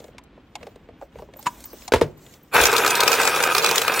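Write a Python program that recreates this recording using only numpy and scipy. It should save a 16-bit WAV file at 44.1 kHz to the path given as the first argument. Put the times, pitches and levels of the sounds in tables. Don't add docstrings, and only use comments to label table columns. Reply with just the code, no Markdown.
import sys
import numpy as np
from scipy import signal
from scipy.fft import rfft, irfft
from scipy.io import wavfile
from scipy.ndimage import uniform_filter1d

SR = 44100
rng = np.random.default_rng(int(sys.argv[2]) if len(sys.argv) > 2 else 0)


def volts_from_decibels(level):
    exponent = np.asarray(level, float) / 20
    return 10 ** exponent


def int16_out(signal):
    q = np.round(np.clip(np.atleast_2d(signal).T, -1, 1) * 32767)
    wavfile.write(sys.argv[1], SR, q.astype(np.int16))


N = 176400
T = np.arange(N) / SR
LEFT_RIGHT = np.array([[1], [-1]])
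PATCH_PER_S = 25
CARD_FALL_S = 0.0016
# (frequency [Hz], level [dB])
SLAP = [(300, -20), (2000, 5), (4500, 6), (8000, 3), (10500, -3.5), (14000, -0.5)]


def level(x, db):
    return x * volts_from_decibels(db) / np.sqrt(np.mean(x ** 2) + 1e-18)


def peak(x, db):
    return x * volts_from_decibels(db) / (np.abs(x).max() + 1e-18)


def curve(rows):
    return volts_from_decibels(np.interp(T, *np.array(rows).T))


def colour(x, rows):
    hz, db = np.array(rows).T
    f = np.arange(N // 2 + 1) * SR / N + 1
    return irfft(rfft(x) * volts_from_decibels(np.interp(np.log(f), np.log(hz), db)), N)


def band(x, hz, width):
    hz = min(hz, .45 * SR)
    return signal.lfilter(*signal.iirpeak(hz, hz / width, SR), x + 1e-18)


def steep_band(x, hz, width):
    return band(band(x, hz, width), hz, width)


def walk(rate):
    hold = int(SR / rate)
    steps = np.repeat(rng.standard_normal(N // hold + 1), hold)
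    return 1.5 * uniform_filter1d(uniform_filter1d(steps, hold), hold)[:N]


def swell(at, rise, fall):
    u = T - at - rise
    return np.exp(np.maximum(np.where(u < 0, u / rise, -u / fall), -40))


def ring(x, modes):
    out = 0
    for hz, db, t60 in modes:
        width = np.log(1000) / np.pi / t60
        out = out + volts_from_decibels(db) * band(x, hz, width) * np.sqrt(t60 * 400)
    return out


def patchy(rows, spread_db, rate):
    out = 0
    for hz in np.arange(200, 16200, 450.):
        flicker = volts_from_decibels(spread_db * np.minimum(walk(rate), .5))
        out = out + band(rng.standard_normal(N), hz, 236.0) * flicker
    return colour(out, rows)


def room_hum():
    # (frequency [Hz], level [dB])
    room = [(24, -54), (40, -7), (275, -4.5), (635, -16.5), (727, -17), (3100, -26.5), (6000, -44),
            (10000, -57), (15500, -60)]
    return level(colour(rng.standard_normal(N) * volts_from_decibels(1.14 * walk(15.0)), room), -51.5)


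def phone_grip():
    # (time [s], level [dB])
    grip = [(0, -59), (.4, -57.5), (1.1, -56), (1.22, -46.5), (1.35, -63), (1.55, -51), (1.9, -57),
            (2.3, -63), (2.55, -63), (2.62, -29.5), (2.75, -63)]
    return level(steep_band(rng.standard_normal(N), 48.0, 45.0), 0) * curve(grip)


def nail_taps():
    # (time [s], level [dB], ring frequency [Hz], tick relative level [dB], tick frequency [Hz])
    taps = [(0.002, -35.5, 516, -5.5, 4040), (0.019, -43, 500, -12, 2950), (0.041, -35, 520, -7.5, 4000),
            (0.081, -36.5, 490, -9, 2000), (0.147, -41, 484, -15, 1500), (0.182, -39, 960, 9.5, 3060),
            (0.237, -53, 910, 2, 7940), (0.377, -37, 483, -28, 1500), (0.554, -27, 765, 4, 3000),
            (0.611, -40.5, 560, -1, 1200), (0.629, -35.5, 525, 4.5, 2160), (0.668, -29, 470, -9, 3040),
            (0.758, -35.5, 447, -10, 3370), (0.888, -34, 485, -11, 890), (1.013, -31.5, 724, -15, 2500),
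            (1.022, -28.5, 520, -19, 790), (1.156, -30, 497, -12, 900), (1.186, -35.5, 750, -6, 2300),
            (1.195, -33, 483, -20, 900), (1.221, -30, 490, -15.5, 2010), (1.288, -36, 480, -28, 900),
            (1.337, -37.5, 540, 0.5, 2180), (1.361, -37, 500, -17, 9000), (1.389, -36, 910, -8, 2500),
            (1.427, -40.5, 455, 7.5, 5360), (1.604, -48, 600, 14, 13500), (1.64, -44.5, 900, 15, 6000),
            (1.655, -49, 1110, 8, 3000), (1.731, -32, 450, -12, 900), (1.82, -40.5, 464, 6.5, 2500),
            (1.879, -27.5, 810, 6, 4360), (2.264, -47, 537, 8.5, 3020), (2.338, -53.5, 439, 15.5, 4000)]
    # (frequency [Hz], level [dB], t60 [s])
    tick_modes = [(2165, 9.5, 0.018), (2730, -7, 0.028), (3570, -6, 0.036), (4330, -8.5, 0.022),
                  (6880, 7, .03), (8260, 7, .025)]
    body, contact = rng.standard_normal((2, N))
    nail = level(contact, 9) + level(ring(contact, tick_modes), 0)
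    out = 0
    for at, db, hz, tick_db, tick_hz in taps:
        tap = steep_band(body * swell(at, 0.00089, 0.0079), hz, 265.0)
        tick = steep_band(nail * swell(at, 0.0007, 0.0043), tick_hz, 1.5 * tick_hz)
        out = out + peak(tap, db) + peak(tick, db + tick_db)
    return out


def hand_rub():
    # (time [s], level [dB])
    rub = [(.08, -66), (.2, -103), (.66, -69.5), (.95, -90), (1.03, -63), (1.09, -85), (1.2, -62.5),
           (1.3, -83), (1.42, -56.5), (1.66, -54.5), (1.86, -53.5), (1.9, -74), (2.05, -62), (2.15, -76),
           (2.22, -61), (2.35, -57.5), (2.4, -70.5)]
    # (frequency [Hz], level [dB])
    rub_colour = [(500, 18), (2200, 7), (7500, 11.5), (10500, 1), (13500, 10)]
    return level(patchy(rub_colour, 7, PATCH_PER_S), 4.5) * curve(rub) * (T < 2.6)


def skin_squeaks():
    # (time [s], level [dB], ring frequency [Hz])
    squeaks = [
        (1.368, -36, 13900),
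        (1.392, -32.5, 14100),
        (1.654, -26.5, 15000),
        (1.73, -35, 13900),
        (2.175, -50, 14100),
        (2.43, -47, 14000),
    ]
    skin = rng.standard_normal(N)
    out = 0
    for at, db, hz in squeaks:
        out = out + peak(steep_band(skin * swell(at, 0.0013, 0.0058), hz, 500.0), db)
    return out


def contact_tick():
    return colour(rng.standard_normal(N), [(300, -28), (900, 7.5), (2500, 2), (7000, -10.5), (15000, -23)])


def lever_snaps(tick):
    # (time [s], level [dB])
    snaps = [
        (1.46, -24),
        (1.466, -10.5),
        (1.469, -23.5),
        (1.482, -36),
    ]
    # (frequency [Hz], level [dB], t60 [s])
    snap_modes = [(330, -2.5, 0.0066), (772, -2, 0.011), (970, 5, 0.033), (1150, -15, 0.017),
                  (1600, -18, .02), (2300, -27, 0.025), (3500, -28, 0.039), (4950, -27, 0.036),
                  (6790, -7.5, 0.057)]
    spring = rng.standard_normal(N)
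    out = 0
    for at, db in snaps:
        out = out + peak(ring(spring * swell(at, 0.0018, 0.0057), snap_modes), db)
        out = out + peak(tick * swell(at, 0.0051, .003), db - 10.5)
    return out


def case_knocks(tick):
    # (time [s], level [dB], crack relative level [dB], thump relative level [dB], contact time [s])
    knocks = [
        (1.921, -5, -2, -24, 0.0039),
        (1.937, 0.5, -5, -20.5, 0.0044),
        (1.944, -3, -43, -14, 0.0069),
        (1.958, -10, -11.5, -13, 0.016),
        (2.012, -12, -2, -33, 0.008),
        (2.017, 2, -52, -24, 0.00089),
        (2.059, -35, -18, -1, 0.025),
    ]
    # (frequency [Hz], level [dB], t60 [s])
    knock_modes = [(338, -10, 0.011), (462, 2.5, 0.036), (620, -6, 0.011), (890, -7.5, 0.026),
                   (1405, -2.5, 0.015), (1820, -17, 0.015)]
    rough = rng.standard_normal(N)
    out = 0
    for at, db, crack_db, thump_db, touch in knocks:
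        push = np.exp(-((T - at - touch / 4) / 0.00032) ** 2)
        push = push + 0.29 * rough * swell(at, 0.00025, touch)
        out = out + peak(ring(push, knock_modes), db)
        out = out + peak(tick * swell(at, 0.00012, 1.6 * touch), db + crack_db)
        out = out + peak(band(band(push, 81.0, 51.0), 81.0, 90.), db + thump_db)
    return out


def table_ring():
    # (frequency [Hz], level [dB], t60 [s])
    table_modes = [(102, -26.5, 0.25), (151, -27.5, 0.37), (360, -29, .35), (414, -35, 0.29),
                   (587, -41.5, 0.33)]
    out = 0
    for hz, db, t60 in table_modes:
        decay = swell(2.02, 0.0026, t60 / np.log(1000))
        out = out + volts_from_decibels(db + 3.2 * walk(29.75)) * decay * np.sin(2 * np.pi * hz * T)
    return out


def case(x):
    # (frequency [Hz], width [Hz], level [dB])
    panels = [(450, 96, 0), (780, 93, -2.5), (934, 136, -2), (1264, 112, 0), (1550, 163, -1.5),
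              (2490, 186, -2), (3610, 440, -14.5)]
    out = 0
    for k, (hz, width, db) in enumerate(panels):
        press = volts_from_decibels(1.6 * walk(45))
        out = out + (-1) ** k * volts_from_decibels(db) * band(x * press, hz, width)
    return out


def motor():
    # (time [s], level [dB])
    motor_load = [
        (2.515, -54.5),
        (2.545, -19),
        (2.565, -10),
        (2.61, -16.5),
        (2.66, -21.5),
        (3.6, -24),
        (4, -25.5),
    ]
    # (frequency [Hz], level [dB])
    slide = [(24, -52), (60, -38), (243, -25), (455, 9.5), (1240, -4.5), (2500, 0.5), (16000, -7)]
    gears_per_s, flicks_per_s, gear_flutter_db = 2000, 40, 1.5
    gear_size, flick_size = np.minimum(rng.exponential(size=(2, N)), 3.5)

    clicks = (rng.random(N) < gears_per_s / SR) * volts_from_decibels(4 * gear_size) * rng.choice([-1, 1], N)
    gears = level(case(clicks * volts_from_decibels(gear_flutter_db * walk(90))), 1.5)

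    hiss = patchy(slide, 19.5, PATCH_PER_S) * volts_from_decibels(2 * walk(60))
    flick_hits = (rng.random(N) < flicks_per_s / SR) * volts_from_decibels(1.6 * flick_size)
    flicks = signal.lfilter([1], [1, -np.exp(-1 / (CARD_FALL_S * SR))], flick_hits)
    flicks = level(flicks * colour(rng.standard_normal(N), SLAP), -18)

    table = band(band(rng.standard_normal(N), 160.0, 160.0), 110.0, 150.0)
    table = level(table * volts_from_decibels(gear_flutter_db * walk(8.1)), -23)

    load = curve(motor_load) * (T > motor_load[0][0])
    sliding = level(hiss, -5.5) + flicks
    return (gears + table) * load + sliding * np.minimum(load, volts_from_decibels(-18))


def cards():
    # (time [s], level [dB], case thud relative level [dB], thud frequency [Hz])
    cards_early = [(2.545, -25, 20, 830), (2.565, -12.5, 10, 620), (2.6134, -4, 0, 800),
                   (2.637, -7, 10, 420), (2.6543, -2.5, 3, 800), (2.668, -6.5, 6, 700),
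                   (2.7164, -11.5, 6, 900), (2.729, -12, 14, 1250), (2.7372, -18, 9, 1000),
                   (2.765, -5.5, -1, 1000), (2.781, -10.5, 2, 1500), (2.8477, -12.5, 18.5, 1330),
                   (2.863, -5, 8.5, 1210), (2.877, -9.5, 9, 1500), (2.9057, -8, -3, 950),
                   (2.953, -7, -9, 436), (3.005, -1.5, -12, 2300), (3.0335, -8.5, 9.5, 440),
                   (3.066, -18.5, 16.5, 432), (3.0788, -2.5, 8, 1200), (3.1, -28, -9, 1000),
                   (3.117, -4.5, 5, 930), (3.13, -9.5, 7, 2500), (3.1392, -9.5, 9, 2530),
                   (3.152, -18, 10, 1500), (3.2, -16, 11.5, 1080), (3.2152, -10.5, 13, 1500),
                   (3.233, -12.5, 7, 2550), (3.252, -11.5, 14, 1050), (3.275, -8, 12, 1180)]
    cards_late = [(3.348, -20, 12, 1500), (3.361, -13, 6, 1490), (3.404, -18, 15, 1310),
                  (3.4264, -10.5, -1, 1200), (3.4375, -7.5, 13, 982), (3.473, -15, 17, 1550),
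                  (3.5493, -8.5, 15, 1210), (3.566, -12.5, 13.5, 1290), (3.5817, -4, -5, 1000),
                  (3.624, -20, 12, 514), (3.645, -7, 12.5, 1240), (3.662, -8, 6, 2500),
                  (3.672, -16.5, 16, 1200), (3.69, -12, 10, 1250), (3.712, -7.5, 7, 1010),
                  (3.7576, -4, -5, 2600), (3.7803, -4.5, -1, 1620), (3.8171, -6, 1.5, 1550),
                  (3.8796, -8, 10, 1270), (3.92, -20.5, 17, 1220), (3.9398, -13.5, -4, 1000),
                  (3.9944, -7.5, -5, 1000)]
    rise_s, tail_s, tail_db = 0.0012, 0.018, -13.5
    card_db, pan_db, ring_db = -12.5, 7, 2.5
    rows = np.array(list(cards_early) + list(cards_late))
    edge_noise, case_noise = rng.standard_normal((2, N))
    slap = level(colour(edge_noise, SLAP), 0)
    out, thud = 0, 0
    for (at, db, thud_db, thud_hz), (pitch, place) in zip(rows, rng.random((len(rows), 2))):
        env = np.minimum(2.0 * swell(at, rise_s, CARD_FALL_S), 1)
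        env = env + volts_from_decibels(tail_db) * swell(at, 3 * rise_s, tail_s)
        burst = env * slap
        hit = burst + volts_from_decibels(ring_db) * band(burst, 3200 + 5000 * pitch, 730.0)
        pan = pan_db * (2 * place - 1) * LEFT_RIGHT
        out = out + volts_from_decibels(db + card_db + pan) * hit
        thud = thud + volts_from_decibels(db + thud_db) * env
        knock = band(np.diff(swell(at, 0.00019, .0003), prepend=0), thud_hz, 200)
        out = out + peak(knock, db + thud_db + card_db - 1.5)
    return out + volts_from_decibels(-6.5) * case(thud * case_noise)


def room_echo(both):
    u = np.arange(SR // 2) / SR
    tail = rng.standard_normal((2, len(u))) * volts_from_decibels(-60 * u / .3) * (u > .004)
    tail = tail[0] + .4 * tail[1] * LEFT_RIGHT
    tail = signal.lfilter(*signal.butter(1, 400, fs=SR), tail)
    tail = level(tail, -27) / np.sqrt(len(u))
    return signal.fftconvolve(both, tail, axes=1)[:, :N]


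def port_difference(both):
    # (frequency [Hz], level [dB])
    side_db = [(150, -28), (500, -15.5), (2000, -12.5), (4000, -6), (8000, -8)]
    side = colour(np.roll(both.mean(axis=0), shift=12) * walk(90), side_db)
    return side * LEFT_RIGHT


def scene():
    tick = contact_tick()
    hand = nail_taps() + skin_squeaks() + lever_snaps(tick) + case_knocks(tick) + table_ring()
    both = hand + motor() + cards()
    both = both + room_echo(both) + room_hum() + phone_grip() + hand_rub()
    return both + port_difference(both)


def roll_off(x):
    return signal.sosfilt(signal.butter(12, 16680, fs=SR, output="sos"), x)


def record(dry):
    dry = signal.sosfilt(signal.butter(4, 42, "high", fs=SR, output="sos"), dry)
    rounded = np.tanh(1.1 * dry) / 1.1
    mix = signal.sosfilt(signal.ellip(8, .2, 40, 15900, fs=SR, output="sos"), rounded)
    return roll_off(mix)


dry = scene()
out = record(dry)
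int16_out(out)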